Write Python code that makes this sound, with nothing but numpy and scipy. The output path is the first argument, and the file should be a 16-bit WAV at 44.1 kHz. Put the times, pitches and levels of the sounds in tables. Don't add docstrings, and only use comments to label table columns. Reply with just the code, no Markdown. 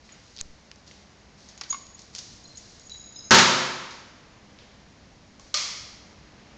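import sys
import numpy as np
from scipy import signal
from scipy.io import wavfile
from scipy.ndimage import uniform_filter1d

SR = 44100
rng = np.random.default_rng(int(sys.argv[2]) if len(sys.argv) > 2 else 0)


def master_out(mix):
    frames = np.transpose(np.atleast_2d(mix))
    ceiling = np.clip(frames, -1, 1)
    pcm = np.round(ceiling * 32767).astype(np.int16)
    wavfile.write(sys.argv[1], SR, pcm)


def volts_from_decibels(level):
    exponent = np.asarray(level, float) / 20
    return 10 ** exponent


N = 289804


def evened(x):
    return x / np.sqrt(np.mean(x ** 2) + 1e-20)


def read(points, hz):
    f, value = np.transpose(points)
    return np.interp(np.log(hz + 1), np.log(f + 1), value)


def along(curve):
    s, value = np.transpose(curve)
    return np.interp(np.arange(N) / SR, s, value)


def add(mix, s, sound):
    part = mix[round(s * SR):][:len(sound)]
    part += sound[:len(part)]


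def colour(x, points):
    log_gain = np.log(volts_from_decibels(read(points, abs(np.fft.fftfreq(8192, 1 / SR)))))
    taps = np.fft.ifft(np.exp(np.conj(signal.hilbert(log_gain)))).real[:4096]
    return signal.oaconvolve(x, taps)[:len(x)]


def resonate(x, hz, width):
    turn = np.exp(2j * np.pi * hz * np.arange(len(x)) / SR)
    r = np.exp(-np.pi * width / SR)
    return 2 * (turn * signal.lfilter([1 - r], [1, -r], x / turn)).real


def ring(modes, seconds):
    t = np.arange(round(seconds * SR)) / SR
    return sum(volts_from_decibels(db - 60 * t / t60) * np.sin(2 * np.pi * hz * t) for hz, db, t60 in modes)


def puff(t60, spike):
    t = np.arange(6000) / SR
    burst = rng.standard_normal(6000) * volts_from_decibels(-60 * t / max(t60, .002))
    burst[0] = spike
    return burst


def snap(db, hz, width, t60):
    sources = puff(t60, spike=5.9), signal.unit_impulse(400)
    sound, impulse = (resonate(resonate(x, hz, width), hz, 1.12 * width) for x in sources)
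    sound *= volts_from_decibels(db) / abs(sound).max()
    return sound, impulse * np.linalg.norm(sound) / np.linalg.norm(impulse)


def house(x, fill_s):
    # f/Hz, t60/s
    decay = [(60, 0.82), (200, 1.19), (500, 1.07), (1000, 1.076), (2000, 1.038), (3000, 0.99), (5000, 0.94),
             (8000, 0.8)]
    taps = np.zeros(2 * SR)
    at = np.arange(100, 2 * SR - 10, 10)
    taps[at + rng.integers(0, 10, len(at))] = rng.choice([-1., 1.], len(at))
    hz, t, z = signal.stft(taps, SR, nperseg=512)
    dying = z * volts_from_decibels(-60 * t / read(decay, hz)[:, None])
    tail = signal.istft(dying, SR, nperseg=512)[1]
    tail *= 1 - np.exp(-np.arange(len(tail)) / SR / fill_s)
    return signal.fftconvolve(x, tail / np.linalg.norm(tail))[:N]


def blows(rows, spectrum, modes, t60, modes_db, swell_s, fill_s):
    out = np.zeros(N)
    impulse = colour(signal.unit_impulse(4096), spectrum)
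    for s, db, room_db in rows:
        crack = colour(puff(t60, spike=3.2), spectrum)
        crack *= volts_from_decibels(db) / abs(crack).max()
        add(out, s, crack)
        room_gain = volts_from_decibels(room_db) * np.linalg.norm(crack) / np.linalg.norm(impulse)
        add(out, s, room_gain * house(impulse, fill_s))
    body = ring(modes, 1.5)
    swell = 1 - np.exp(-np.arange(len(body)) / SR / swell_s)
    add(out, rows[0][0], volts_from_decibels(modes_db) * body * swell)
    return out


def background():
    # f/Hz, level/dB
    floor = [(12, -67), (20, -29), (55, 0), (169, -8.5), (200, -3.5), (304, -10.5), (335, -11.5),
             (603, -12.5), (1200, -18), (1290, -19.5), (2060, -19), (2560, -22.5), (7000, -32), (9100, -59),
             (15400, -120)]
    # t/s, gain/dB
    drift = [(0, -3), (1.5, -1), (2.5, -2), (4.3, 1), (5.2, -2), (6.57, 2)]
    # f/Hz, width/Hz, level/dB
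    motor = [(65.8, 3.3, -65.5), (151, 7.3, -69), (202.6, 2.5, -66.5), (230, 10, -84), (307, 5, -70.5)]
    # t/s, level/dB
    traffic = [(0, -65), (1.2, -75), (2.2, -56.5), (4.2, -62), (5.6, -56.5), (6.57, -66)]
    hiss = volts_from_decibels(-55) * evened(colour(rng.standard_normal(N), floor))
    hum = sum(volts_from_decibels(db) * evened(resonate(rng.standard_normal(N), hz, width)) for hz, width, db in motor)
    low_noise = resonate(resonate(rng.standard_normal(N), 90, 150), 73, 200)
    rumble = evened(low_noise) * volts_from_decibels(along(traffic))
    return (hiss + hum) * volts_from_decibels(along(drift)) + rumble


def rustle():
    # start t/s, hold/s, level/dB
    movements = [(0.037, 0.29, -56.5), (0.343, 0.044, -55), (.43, 0.38, -65), (0.864, 0.045, -55),
                 (1.375, 0.1, -54.5), (1.684, 0.027, -47), (1.964, .05, -52.5), (2.126, 0.21, -50),
                 (2.48, .06, -53.5), (2.576, 0.17, -51.5), (2.804, .16, -58), (5.39, .14, -57)]
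    # f/Hz, level/dB
    tint = [(300, -20), (1500, -9.5), (3000, -5.5), (4200, 5), (5500, 4), (7000, 0), (10000, 4.5)]
    rise_s, fall_db_per_s, rest_db = 0.01, 68.5, -61.5
    grains = rng.standard_normal(N) * volts_from_decibels(4.0 * np.minimum(rng.exponential(1, N), 4))
    t = np.arange(N) / SR
    power = volts_from_decibels(rest_db) ** 2
    for start, hold, db in movements:
        fall_db = fall_db_per_s * np.maximum(t - start - rise_s - hold, 0)
        rise = np.clip((t - start) / rise_s, 0, 1)
        power = power + (rise * volts_from_decibels(db - fall_db)) ** 2
    return evened(colour(grains, tint)) * np.sqrt(power)


def clicks():
    # t/s, direct peak level/dB, f/Hz, burst t60/s, room re direct/dB
    hits = [(0.0914, -44, 1880, .04, 5.5), (0.715, -29, 3600, 0.0092, -19),
            (0.7593, -43, 5500, 0.0081, -24.5), (0.8655, -47, 5160, 0.023, 10.5),
            (0.8785, -39, 4940, 0.014, -7), (.912, -38, 2940, 0.023, -1), (1.488, -38, 5240, 0.068, 0.5),
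            (1.577, -34.5, 5000, .02, -3), (1.6115, -22.5, 4650, 0.036, -8),
            (1.614, -31, 1430, 0.041, -4.5), (1.6358, -30, 4000, 0.05, -13), (1.709, -28, 4340, .015, -10),
            (1.726, -30, 4100, 0.055, -14), (1.744, -36, 3000, 0.059, -16), (1.992, -38, 5550, 0.063, -7),
            (1.868, -40, 5500, 0.013, -11), (2.019, -35.5, 6590, 0.018, -19),
            (2.1503, -22, 5400, 0.02, 0.5), (2.161, -28, 4920, 0.023, -11), (2.184, -24, 5400, 0.021, -18),
            (2.189, -27, 5500, 0.056, -5), (2.573, -30.5, 6400, 0.022, 0.5), (2.797, -36, 6690, .015, -10),
            (2.8963, -33, 6000, .01, 0), (3.3080, -2.5, 5260, 0.013, -7), (3.909, -31.5, 4930, 0.027, 6),
            (4.5884, -38, 3240, 0.0096, 5), (5.397, -35.5, 5400, 0.0093, 0.5)]
    near, far = np.zeros((2, N))
    for s, db, hz, t60, room_db in hits:
        width = 4300 / (1 + (1500 / hz) ** 2)
        sound, impulse = snap(db, hz, width, t60)
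        add(near, s, sound)
        add(far, s, volts_from_decibels(room_db) * impulse)
    return near + house(far, fill_s=0.0025)


def knob():
    # t/s, shell level/dB, spindle level/dB
    strikes = [(0.1224, -49, -77.5), (1.578, -53, -76), (1.699, -37, -63), (1.7028, -23.5, -52),
               (1.7095, -28, -52), (1.7235, -29, -70), (1.728, -61, -30.5), (1.7443, -42, -32),
               (1.77, -51, -50), (1.946, -46.5, -87), (2.44, -50.5, -85), (2.475, -51.5, -85),
               (2.557, -53, -85), (2.576, -41, -76), (5.396, -63.5, -52)]
    # f/Hz, level/dB, t60/s
    shell_modes = [(6735, 0, .085), (6756, -14, .2), (6700, -14, .2), (6560, -16, .08), (6918, -18, .2)]
    # f/Hz, level/dB, t60/s
    spindle_modes = [(1104, 0, .06), (1075, -15, .14), (1150, -15, .14), (1400, -14, .05), (2150, -10, .05)]
    rise = 1 - np.exp(-np.arange(round(.4 * SR)) / SR / 0.00051)
    shell = rise * ring(shell_modes, .4)
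    spindle = rise * ring(spindle_modes, .4)
    out = np.zeros(N)
    for s, shell_db, spindle_db in strikes:
        add(out, s, volts_from_decibels(shell_db) * shell + volts_from_decibels(spindle_db) * spindle)
    return out + volts_from_decibels(-15) * house(out, fill_s=0.0054)


def handling():
    # t/s, level/dB
    pushes = [(.412, -34), (.456, -39.5), (.5, -41)]
    creep_start_s, creep_ticks, first_gap_s, gap_shrink = .365, 8, .0088, .87
    creep_db, spread_db, first_hz, dull_hz_per_s = -32, 2, 4700, 24000
    out = np.zeros(N)
    since = 0
    for k, (size, slip) in enumerate(rng.uniform(-1, 1, (creep_ticks, 2))):
        hz = first_hz - dull_hz_per_s * since
        tick = snap(creep_db + spread_db * size, hz, width=2300, t60=0.0072)[0]
        add(out, creep_start_s + since, tick)
        since += first_gap_s * gap_shrink ** k * (1 + .25 * slip)
    let_go = snap(-10.5, 7800, width=4100, t60=0.0057)[0]
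    add(out, .412, let_go)
    t = np.arange(SR // 4) / SR
    push = np.exp(-t / 0.024) * (1 - np.exp(-t / 0.00092))
    for k, (s, db) in enumerate(pushes):
        sign = 1 if k == 0 else -1
        add(out, s, sign * volts_from_decibels(db) * push)
    return out


def hinges():
    # start t/s, end t/s, f/Hz, start level/dB
    squeaks = [(2.44, 2.56, 4151, -56), (2.8, 2.9, 6720, -59), (2.896, 2.98, 3924, -48),
               (2.98, 3.16, 3924, -59), (2.9, 3.16, 6751, -52), (3.16, 3.3, 6850, -60),
               (2.95, 3.16, 5103, -66), (3.16, 3.285, 3935, -54.5), (3.157, 3.305, 5093, -51.5),
               (3.157, 3.305, 6460, -50.5)]
    fade_db_per_s, tremble_hz, stutter_db = 17, 14, 5.5
    out = np.zeros(N)
    for start, end, hz, db in squeaks:
        n = round((end - start) * SR)
        slow_noise = (uniform_filter1d(v, 350) for v in rng.standard_normal((2, SR)))
        tremble, grip = (evened(v)[:n] for v in slow_noise)
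        phase = 2 * np.pi * np.cumsum(hz + tremble_hz * tremble) / SR
        tone = np.sin(phase) * volts_from_decibels(stutter_db * grip)
        fade = volts_from_decibels(db - fade_db_per_s * np.arange(n) / SR)
        add(out, start, evened(tone) * fade * signal.windows.tukey(n, .05))
    return out + volts_from_decibels(-9) * house(out, fill_s=.006)


def slam():
    # t/s, crack peak level/dB, room re crack/dB
    impacts = [(3.3078, -6, 5), (3.312, -3.5, 12.5), (3.345, 2.5, 1.5), (3.385, 5, -9.5)]
    # f/Hz, level/dB
    tint = [(30, -50), (80, -23), (200, -0.5), (300, -12.5), (380, -3), (450, -9), (520, -4), (740, -7.5),
            (920, -1.5), (1400, -2), (2050, -4), (2600, -6.5), (4000, -5.5), (7000, -10)]
    # f/Hz, level/dB before modes_db, t60/s
    boom = [(102.7, -9.5, 0.67), (135, -9.5, 1.1), (188, -1.5, 0.59), (233.5, 1, 0.57), (259.3, -7.5, 0.96),
            (361.6, -5.5, 1.05), (389, -4, 0.61), (516.5, -10.5, 1.12), (665, -15, 1), (911, -1.5, 0.84),
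            (1320, -2.5, 0.85), (1526, 6.5, 0.14), (1658, 0, .3)]
    return blows(impacts, tint, boom, t60=0.13, modes_db=-15, swell_s=0.0047, fill_s=0.002)


def latch():
    # t/s, crack peak level/dB, room re crack/dB
    impacts = [(5.5405, -34, -10), (5.5422, -4, 0), (5.5472, -7.5, 4.5), (5.5525, -14.5, 2),
               (5.5725, -12.5, 3.5)]
    # f/Hz, level/dB
    tint = [(120, -34), (370, -21.5), (580, -9.5), (800, -15), (1210, -3.5), (1600, -12), (2160, -2.5),
            (2800, -8.5), (3350, -3), (3750, -6), (4280, 0), (5500, 0.5), (7000, -5)]
    # f/Hz, level/dB before modes_db, t60/s
    modes = [(608, -7, 0.28), (1216, 2.5, 0.34), (1980, -21, 0.43), (2190, -14, 1), (3290, -9, 0.99),
             (3390, -14, 0.64), (4290, 6, .2)]
    return blows(impacts, tint, modes, t60=0.017, modes_db=-37.0, swell_s=0.0014, fill_s=0.0076)


def scene():
    mix = background() + rustle() + clicks() + knob() + handling() + hinges() + slam() + latch()
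    return mix[None]


def roll_off(x):
    return signal.sosfilt(signal.butter(12, 16410, fs=SR, output="sos"), x)


def record(dry):
    # f/Hz, gain/dB
    response = [(20, -3), (6900, 3.5), (7600, -5.5), (8300, -19), (9200, -32), (10000, -74.5), (22000, -88)]
    power_db = 10 * np.log10(abs(uniform_filter1d(dry[0] ** 2, 800, origin=399)) + 1e-12)
    fall = np.arange(N) * 18.6 / SR
    held_db = np.maximum.accumulate(power_db + fall) - fall
    over_db = np.maximum(held_db + 26.0, 0)
    smooth_db = signal.lfilter([1 / 1400], [1, 1 / 1400 - 1], over_db)
    ducked = dry[0] * volts_from_decibels(-.2 * smooth_db)
    soft = .56 * np.tanh(1.12 * ducked / .56)
    cut = np.clip(colour(soft, response), -.72, .72)
    return roll_off(cut[None])


dry = scene()
out = record(dry)
master_out(out)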